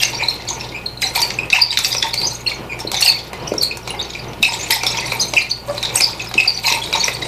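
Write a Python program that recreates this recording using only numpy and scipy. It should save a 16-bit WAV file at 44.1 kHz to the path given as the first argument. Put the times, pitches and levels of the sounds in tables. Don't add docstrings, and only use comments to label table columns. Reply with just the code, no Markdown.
import sys
import numpy as np
from scipy import signal
from scipy.fft import rfft, irfft, next_fast_len
from scipy.io import wavfile
from scipy.ndimage import uniform_filter1d

SR = 44100
rng = np.random.default_rng(int(sys.argv[2]) if len(sys.argv) > 2 else 0)


def wrap_up_sound(samples):
    columns = np.atleast_2d(samples).T
    tamed = np.clip(columns, -1, 1)
    steps = np.round(tamed * 32767).astype(np.int16)
    wavfile.write(sys.argv[1], SR, steps)


N = 320607

# (frequency [Hz], relative density [dB per Hz])
AIR_SPECTRUM = [(20, -15), (30, -25), (121, 0), (273, -9.5), (345, -2.5), (632, -8.5), (962, -8),
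                (1500, -19.5), (3060, -17.5), (6900, -83)]
# (frequency [Hz], rms level [dB])
HUM_PARTIALS = [(30, -54.5), (60, -43.5), (120, -41), (180, -51), (240, -52.5), (1440, -52.5)]
# (time [s], treble level [dB], chain ring over treble [dB], treble settling rate [dB/s])
JERKS = [(0.0, -27, 1.5, 83), (0.21, -36, 4, 103.5), (0.289, -30.5, -6, 262), (0.489, -35.5, 3, 150),
         (0.59, -42.5, 4, 98), (1.025, -21, -3.5, 240), (1.156, -19, -4.5, 202), (1.225, -32, -4.5, 96),
         (1.541, -25, 8.5, 238), (1.72, -29, -1.5, 54), (1.848, -23.5, -6.5, 85), (2.07, -32, -1, 400),
         (2.201, -36, -2.5, 68.5), (2.272, -36, -25, 123), (2.488, -35.5, 4.5, 267), (2.799, -36, 3.5, 397),
         (2.938, -31, 2.5, 73), (3.027, -14.5, -6, 166), (3.34, -71.5, 26.5, 60), (3.482, -45, 2, 40),
         (3.63, -23, -7, 356), (3.78, -70, 3, 246), (3.879, -36.5, 1.5, 270), (4.0, -52.5, 13.5, 94),
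         (4.169, -49.5, 7.5, 114), (4.43, -31, 2, 32), (4.708, -18, -3.5, 233), (4.86, -31, 1, 70),
         (4.976, -38.5, 7, 120), (5.06, -33.5, -5, 120), (5.118, -33, -2, 100), (5.199, -34.5, -19, 50),
         (5.36, -30.5, 3, 144), (5.672, -39, -0.5, 17), (5.839, -37, 10.5, 211), (5.957, -20.5, -6, 106),
         (6.2, -45, 8, 93), (6.378, -31, 3, 63), (6.64, -26, 0.5, 99.5), (6.678, -25.5, -5, 202),
         (6.73, -29, -1.5, 165), (6.82, -35, -11, 93), (6.938, -29, 3.5, 128), (7.05, -28.5, -4, 116),
         (7.22, -39, 5.5, 100)]
# (frequency [Hz], width [Hz], gain [dB])
CHAIN_MODES = [(2157, 1130, -1), (2429, 774, 4.5), (3856, 1680, 6.5), (4740, 1170, -5), (5510, 476, -1)]
# (frequency [Hz], width [Hz], gain [dB])
HIGH_LINK_MODES = [(6190, 730, 3), (7840, 530, 4), (8540, 1200, 5), (9780, 2130, -0.5), (11100, 930, -13),
                   (12140, 3800, -2)]
# (frequency [Hz], width [Hz], gain [dB])
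WOOD_MODES = [(562, 100, 2.5), (755, 94, 4), (934.5, 131, 4), (1296, 640, -3.5)]
# (time [s], level [dB], pitch [Hz])
THUDS = [(2.033, -25, 367), (2.848, -14, 420), (3.518, -4.5, 460), (4.4, -21, 228), (4.7, -19.5, 427),
         (5.332, -17.5, 514), (6.352, -16.5, 350), (6.716, -18.5, 412)]
# (time [s], treble level [dB], chain ring over treble [dB], wood over treble [dB])
CLACKS = [(0.0326, 2.5, 7.5, -36), (0.4214, -33, 18, -7), (0.4514, -38, 4, 12), (0.5154, -42, 12, -2),
          (1.0182, -10.5, -10, -39), (1.15, -12, 3, -32), (1.217, -3, -2, -21), (1.304, -26.5, 23, -16),
          (1.501, -30, 27, -14), (1.5273, -14, 9, -29.5), (1.7275, -19.5, 20, -10), (1.7729, -8, 16.5, -32),
          (1.7887, 1, -17, -18), (1.846, -2, 8, -24), (1.9476, -16, 11.5, -0.5), (2.026, -18, 21.5, -6.5),
          (2.1402, -4.5, 4.5, -14), (2.215, -13, 5.5, -14), (2.7908, -18.5, -9, -5.5), (2.916, -6, -2, -12),
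          (2.9434, -13.5, 10, -19), (3.013, -2, -14, -31), (3.3313, -23, -9, 6.5), (3.5378, -21, -19, 3.5),
          (3.7713, -14, -44, -11), (3.8754, -18, 4, 1), (3.9052, -24, -4, -7), (4.1495, -37, 23, -9),
          (4.333, -31, 12, -14), (4.4277, -1, 0, -16.5), (4.521, -21, 14, 2), (4.7063, -0.5, 6.5, -36),
          (4.8335, -17, 14, 5), (4.866, -6.5, 4, -11), (4.97, -25, 0, 4), (5.0597, -25.5, 10, 4),
          (5.1221, -19, -5, 5), (5.336, -18.5, 17, 6.5), (5.7786, -30.5, -4, 11), (5.8278, -10, 7, -20),
          (5.9573, -1, -25, -12.5), (6.0076, -1.5, -4, -11), (6.195, -37, 22.5, -2), (6.263, -36, 7, 10),
          (6.3124, -42, -6.5, 24), (6.34, -13.5, 9.5, -6), (6.6811, -9, 8, -25), (6.7232, -5.5, 9, -24),
          (6.9271, -19.5, 15, 4), (7.0536, -20, 14, -27), (7.0806, -20, 4, 7)]
# (frequency [Hz], relative level [dB])
CRACK_SPECTRUM = [(1200, -25), (3000, -24), (6000, -5.5), (9000, -11), (11000, -17), (15000, -20.5)]
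# (time [s], length before the decay [s], mean pitch [Hz], level of the fundamental [dB])
SQUEAKS = [(0.0, 0.0043, 3280, -14), (0.0, 0.023, 2735, -20.5), (0.019, 0.013, 4900, -15),
           (0.027, 0.0071, 6370, -11.5), (0.031, 0.0037, 2744, -3.5), (0.142, 0.012, 4630, -19.5),
           (0.165, 0.023, 5660, -26), (0.192, 0.037, 2370, -17), (0.219, 0.0099, 934, -20),
           (0.226, 0.015, 4040, -17.5), (0.282, 0.0077, 4140, -6.5), (0.47, 0.014, 4530, -26),
           (0.482, 0.01, 6450, -19), (0.5, 0.0068, 6480, -15.5), (0.609, 0.009, 2640, -25),
           (0.637, 0.0065, 896, -24.5), (0.741, 0.016, 2376, -21), (0.755, 0.023, 2500, -22.5),
           (0.858, 0.0064, 4125, -13.5), (0.97, 0.0078, 4170, -27), (1.017, 0.0078, 4850, -15),
           (1.025, 0.022, 4010, -14.5), (1.06, 0.0053, 4170, -13), (1.155, 0.0071, 4400, -18),
           (1.156, 0.01, 2423, -14.5), (1.156, 0.011, 773, -23.5), (1.216, 0.018, 4660, -9),
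           (1.386, 0.0038, 2440, -11), (1.43, 0.0057, 2510, -19.5), (1.524, 0.0045, 3860, -8.5),
           (1.528, 0.0044, 2570, 6.5), (1.56, 0.0074, 2740, -5), (1.604, 0.0046, 4330, -15),
           (1.612, 0.015, 4736, -1.5), (1.702, 0.0074, 3960, -14), (1.712, 0.0041, 4980, -10),
           (1.771, 0.0015, 4094, -2.5), (1.842, 0.012, 2680, -19), (1.842, 0.015, 5540, -13.5),
           (1.843, 0.015, 4630, -12), (1.903, 0.026, 3920, -21.5), (1.91, 0.02, 4840, -16.5),
           (1.965, 0.0035, 5620, -7.5), (1.98, 0.005, 5220, -9.5), (2.022, 0.0078, 3530, -7.5),
           (2.026, 0.012, 1890, -21), (2.034, 0.024, 904, -19.5), (2.131, 0.0065, 4450, -14.5),
           (2.167, 0.032, 4560, -16), (2.211, 0.0055, 4270, -9.5), (2.228, 0.017, 4750, -19),
           (2.248, 0.01, 4840, -12), (2.259, 0.026, 6270, -17.5), (2.305, 0.017, 4230, -24),
           (2.343, 0.016, 6480, -26), (2.461, 0.0058, 2700, -16), (2.465, 0.017, 4280, -13.5),
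           (2.513, 0.0072, 2320, -21), (2.69, 0.025, 2400, -30), (2.714, 0.023, 2395, -19.5),
           (2.87, 0.0063, 4160, -13.5), (2.933, 0.011, 792, -23), (3.005, 0.0097, 9710, -20),
           (3.021, 0.0071, 2770, -9), (3.021, 0.009, 4480, -5), (3.057, 0.0054, 4880, -8),
           (3.06, 0.0057, 2766, -12), (3.074, 0.0097, 4480, -2), (3.08, 0.0051, 8640, -16),
           (3.081, 0.0091, 2600, -11), (3.088, 0.014, 4460, -1.5), (3.47, 0.0071, 2910, -26),
           (3.471, 0.0097, 5650, -24.5), (3.579, 0.0038, 5580, -10.5), (3.607, 0.016, 4510, -12.5),
           (3.628, 0.0079, 4130, -9), (3.638, 0.02, 4410, -14), (3.709, 0.0078, 2520, -16),
           (3.872, 0.0069, 2280, -25), (3.901, 0.0059, 9670, -25), (3.901, 0.011, 2815, -22.5),
           (3.938, 0.0042, 835, -19), (3.99, 0.014, 3730, -17.5), (4.009, 0.0073, 4600, -22),
           (4.147, 0.011, 2430, -20.5), (4.28, 0.012, 6000, -35), (4.425, 0.0042, 3710, -5),
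           (4.429, 0.0072, 2657, -1), (4.444, 0.0036, 3950, -11), (4.449, 0.0077, 2474, -8),
           (4.461, 0.0035, 2600, -5), (4.52, 0.032, 7570, -25.5), (4.583, 0.034, 6350, -25),
           (4.618, 0.026, 6900, -24.5), (4.697, 0.018, 920, -18), (4.701, 0.01, 3120, -17),
           (4.702, 0.007, 12800, -15), (4.708, 0.02, 2370, -21), (4.721, 0.0072, 5200, -13),
           (4.761, 0.0079, 857, -19.5), (4.831, 0.017, 2360, -21.5), (4.849, 0.02, 800, -27),
           (4.862, 0.007, 3570, -15.5), (4.862, 0.019, 5460, -14.5), (4.923, 0.0071, 4040, -20),
           (4.938, 0.0069, 886, -22), (4.97, 0.0068, 3250, -20), (4.978, 0.011, 2386, -19),
           (4.98, 0.0074, 986, -20.5), (5.054, 0.0039, 4400, -16), (5.116, 0.0049, 4220, -19),
           (5.118, 0.0035, 2350, -11.5), (5.193, 0.013, 4910, -15), (5.204, 0.033, 4190, -19),
           (5.205, 0.02, 6080, -13), (5.274, 0.02, 6440, -26), (5.363, 0.011, 2723, -4),
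           (5.376, 0.0052, 2443, -2.5), (5.41, 0.013, 4150, -17.5), (5.506, 0.012, 4486, -11),
           (5.49, 0.019, 6040, -26.5), (5.677, 0.033, 567.7, -18.5), (5.74, 0.015, 570, -35),
           (5.776, 0.0036, 4060, -16), (5.829, 0.011, 3740, -17), (5.848, 0.0036, 3790, -15),
           (5.954, 0.0075, 7800, -7), (5.97, 0.019, 6130, -18), (6.001, 0.0048, 2480, -8),
           (6.005, 0.0056, 9150, -14), (6.004, 0.0073, 4600, -12), (6.015, 0.012, 5100, -9.5),
           (6.028, 0.017, 4750, -4.5), (6.05, 0.0035, 5060, -30), (6.194, 0.0039, 3530, -21),
           (6.197, 0.012, 2524, -18.5), (6.376, 0.012, 2640, -3), (6.398, 0.0058, 2500, -3.5),
           (6.473, 0.012, 4700, -3.5), (6.496, 0.0057, 4710, -10), (6.54, 0.014, 5730, -24),
           (6.572, 0.0041, 4340, -15), (6.646, 0.023, 4220, -15.5), (6.664, 0.0067, 4860, -14),
           (6.665, 0.012, 4050, -15), (6.677, 0.0057, 2590, -7.5), (6.67, 0.009, 906, -14.5),
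           (6.717, 0.011, 935, -21), (6.73, 0.015, 2633, -16.5), (6.815, 0.012, 3350, -18.5),
           (6.858, 0.0047, 3780, -21), (6.922, 0.018, 2315, -23), (6.934, 0.006, 3830, -12),
           (6.945, 0.014, 921, -17), (6.995, 0.021, 4420, -16), (7.033, 0.0042, 2310, -13.5),
           (7.039, 0.005, 5800, -6.5), (7.078, 0.0053, 2010, -12), (7.079, 0.0043, 2570, -13),
           (7.145, 0.0083, 4520, -20), (7.224, 0.0081, 3820, -15.5)]
# (overtone frequency [Hz], level relative to the fundamental [dB])
OVERTONES = [(1100, -7.5), (1700, -18.5), (5000, -17.5), (9000, -24.5), (14000, -31)]
# (frequency [Hz], time to fall by 60 dB [s])
ROOM_T60 = [(300, 0.53), (1000, 0.33), (2500, 0.26), (4500, 0.29), (7000, 0.15), (12000, 0.16)]
# (frequency [Hz], gain [dB])
MIC_EDGE = [(14900, 0), (15300, -14), (16000, -45)]

EDGE_HZ = 16300
AIR_DB, HISS_DB = -35, -50
JERK_RISE_DB_PER_S, RING_LINGERS = 1085, 0.75
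IDLE_DB, IDLE_RING_DB = -60.5, 7.5
SMALL_SLIPS, SMALL_MEAN_S = 220, 0.0089
SMALL_FOLLOW = .9
SMALL_DB, SMALL_SPREAD_DB = 5, 4
SMALL_DELAY_S, SMALL_DETUNE = .07, 0.0705


def amp(db):
    return 10 ** (np.asarray(db) / 20)


def evened(x):
    return x / np.sqrt(np.mean(x ** 2) + 1e-20)


def read(points, hz):
    f, value = np.transpose(points)
    return np.interp(np.log(hz + 1), np.log(f + 1), value)


def add(mix, s, sound):
    part = mix[round(s * SR):][:len(sound)]
    part += sound[:len(part)]


def colour(x, points):
    size = next_fast_len(len(x))
    gain = amp(read(points, np.fft.rfftfreq(size, 1 / SR)))
    return irfft(rfft(x, size) * gain, size)[:len(x)]


def ring(x, modes):
    out = np.zeros(len(x))
    for hz, width, db in modes:
        b, a = signal.iirpeak(hz, hz / width, SR)
        out += amp(db) * signal.lfilter(b, a, x)
    return out


def wander(length, smooth):
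    noise = rng.standard_normal(length + 400)
    slow = uniform_filter1d(uniform_filter1d(noise, smooth), smooth)
    return evened(slow)[200:-200]


def ventilation():
    swell_db = AIR_DB + 2.47 * wander(N, 4000)
    return amp(swell_db) * evened(colour(rng.standard_normal(N), AIR_SPECTRUM))


def mains_hum():
    t = np.arange(N) / SR
    hum = np.zeros(N)
    for hz, db in HUM_PARTIALS:
        hum += amp(db) * np.sqrt(2) * np.sin(2 * np.pi * (hz * t + rng.random()))
    return hum


def amplifier_hiss():
    return amp(HISS_DB) * rng.standard_normal(N)


def shaking():
    t = np.arange(0, N + 64, 64) / SR
    s, db, ring_db, settle = np.transpose(JERKS)[:, :, None]
    rise = JERK_RISE_DB_PER_S * np.minimum(t - s, 0)
    fall = settle * np.maximum(t - s, 0)
    treble = (amp(db + rise - fall) ** 2).sum(0) + amp(IDLE_DB) ** 2
    low = (amp(db + ring_db + rise - RING_LINGERS * fall) ** 2).sum(0)
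    low += amp(IDLE_DB + IDLE_RING_DB) ** 2
    return [np.interp(np.arange(N) / SR, t, 10 * np.log10(power)) for power in (treble, low)]


def jingle(ticks, modes):
    out = np.zeros(N)
    for mode in modes:
        drive = ticks * amp(5.5 * wander(N, 450))
        once = ring(drive, [mode])
        out += ring(once, [mode[:2] + (0,)])
    return evened(out)


def rattle():
    treble_db, low_db = shaking()
    happens = rng.random(N) < 7000 / SR
    ticks = amp(1.2 * rng.exponential(1, N)) * rng.choice([-1, 1], N) * happens
    low = amp(low_db + 4.0) * jingle(ticks, CHAIN_MODES + WOOD_MODES)
    high = amp(treble_db - 2.5) * jingle(ticks, HIGH_LINK_MODES)
    clumps = amp(1.73 * wander(N, 150))
    return clumps * (high + low)


def thuds():
    out, t = np.zeros(N), np.arange(700) / SR
    for s, db, hz in THUDS:
        envelope = np.exp(-((t * hz - 1.4) / 0.61) ** 2)
        add(out, s, -amp(db) * np.sin(2 * np.pi * hz * t) * envelope)
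    return out


def clacks():
    out, t = np.zeros(N), np.arange(2000) / SR
    for s, db, chain_db, wood_db in CLACKS:
        decay = np.exp(-t / .002) + .15 * np.exp(-t / .008)
        crack = rng.standard_normal(len(t)) * np.minimum(t / .0012, 1) * decay
        treble = colour(crack, CRACK_SPECTRUM)
        chain = ring(ring(crack, CHAIN_MODES), CHAIN_MODES)
        wood = ring(crack, WOOD_MODES)
        for part, level in ((treble, -2.5), (chain, chain_db - 5.5), (wood, wood_db + 3.5)):
            add(out, s, amp(db + level) * part / abs(part).max())
    return out


def small_slips():
    jerk, delay, length, mode, detune, size = rng.random((SMALL_SLIPS, 6)).T
    modes = np.array(CHAIN_MODES + WOOD_MODES[2:3] + HIGH_LINK_MODES[:1])
    mode_hz = modes[(mode * len(modes)).astype(int), 0]
    hz = mode_hz * (1 + SMALL_DETUNE * (2 * detune - 1))
    jerk_s = np.array(JERKS)[(jerk * len(JERKS)).astype(int), 0]
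    s = jerk_s + 2 * SMALL_DELAY_S * delay
    ring_db = np.interp(s * SR, np.arange(N), shaking()[1])
    db = SMALL_DB + SMALL_FOLLOW * ring_db + SMALL_SPREAD_DB * (2 * size - 1)
    return list(zip(s, SMALL_MEAN_S * (.5 + length), hz, db))


def squeaks():
    out = np.zeros(N)
    pitch = wander(2 * N, 70).reshape(2, N)
    grip = wander(2 * N, 70).reshape(2, N)
    for row, (s, length, mean_hz, db) in enumerate(SQUEAKS + small_slips()):
        t = np.arange(round((length + 0.021) * SR)) / SR
        now = np.minimum(round(s * SR) + np.arange(len(t)), N - 1)
        hz = mean_hz * (1 + .03 * pitch[row % 2, now])
        turn = 2 * np.pi * np.cumsum(hz) / SR
        tone = np.cos(turn)
        for k in (2, 3):
            tone += amp(read(OVERTONES, k * hz)) * np.cos(k * turn) * (k * hz < EDGE_HZ)
        rise = np.sin(np.pi / 2 * np.minimum(t / (.003 + .35 * length), 1)) ** 2
        decay = np.exp(-np.maximum(t - length, 0) / 0.0037)
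        add(out, s, amp(db + 3.2 * grip[row % 2, now]) * rise * decay * tone)
    return out


def room(x):
    taps = np.zeros(SR // 2)
    at = np.arange(200, len(taps) - 20, 20)
    taps[at + rng.integers(0, 20, len(at))] = rng.choice([-1., 1.], len(at))
    hz, t, bands = signal.stft(taps, SR, nperseg=256)
    decay = amp(-60 * t / read(ROOM_T60, hz)[:, None])
    tail = signal.istft(bands * decay, SR, nperseg=256)[1]
    return signal.fftconvolve(x, tail / np.linalg.norm(tail))[:N]


def scene():
    background = ventilation() + mains_hum() + amplifier_hiss()
    sticks = rattle() + thuds() + clacks() + squeaks()
    return np.tile(sticks + amp(-7.0) * room(sticks) + background, (2, 1))


def record(dry):
    power_db = 10 * np.log10(abs(uniform_filter1d(dry[0] ** 2, 300)) + 1e-12)
    fall = np.arange(N) * 27.0 / SR
    held_db = np.maximum.accumulate(power_db + fall) - fall
    over_db = np.maximum(held_db + 13.5, 0)
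    ducked = dry[0] * amp(1.0 - 0.31 * uniform_filter1d(over_db, 200))
    clipped = ducked / (1 + abs(ducked / .93) ** 4) ** (1 / 4)
    low_pass = signal.firwin(511, EDGE_HZ, window=("kaiser", 9), fs=SR)
    out = signal.oaconvolve(colour(clipped, MIC_EDGE), low_pass, "same")
    return np.tile(out, (2, 1))


dry = scene()
out = record(dry)
wrap_up_sound(out)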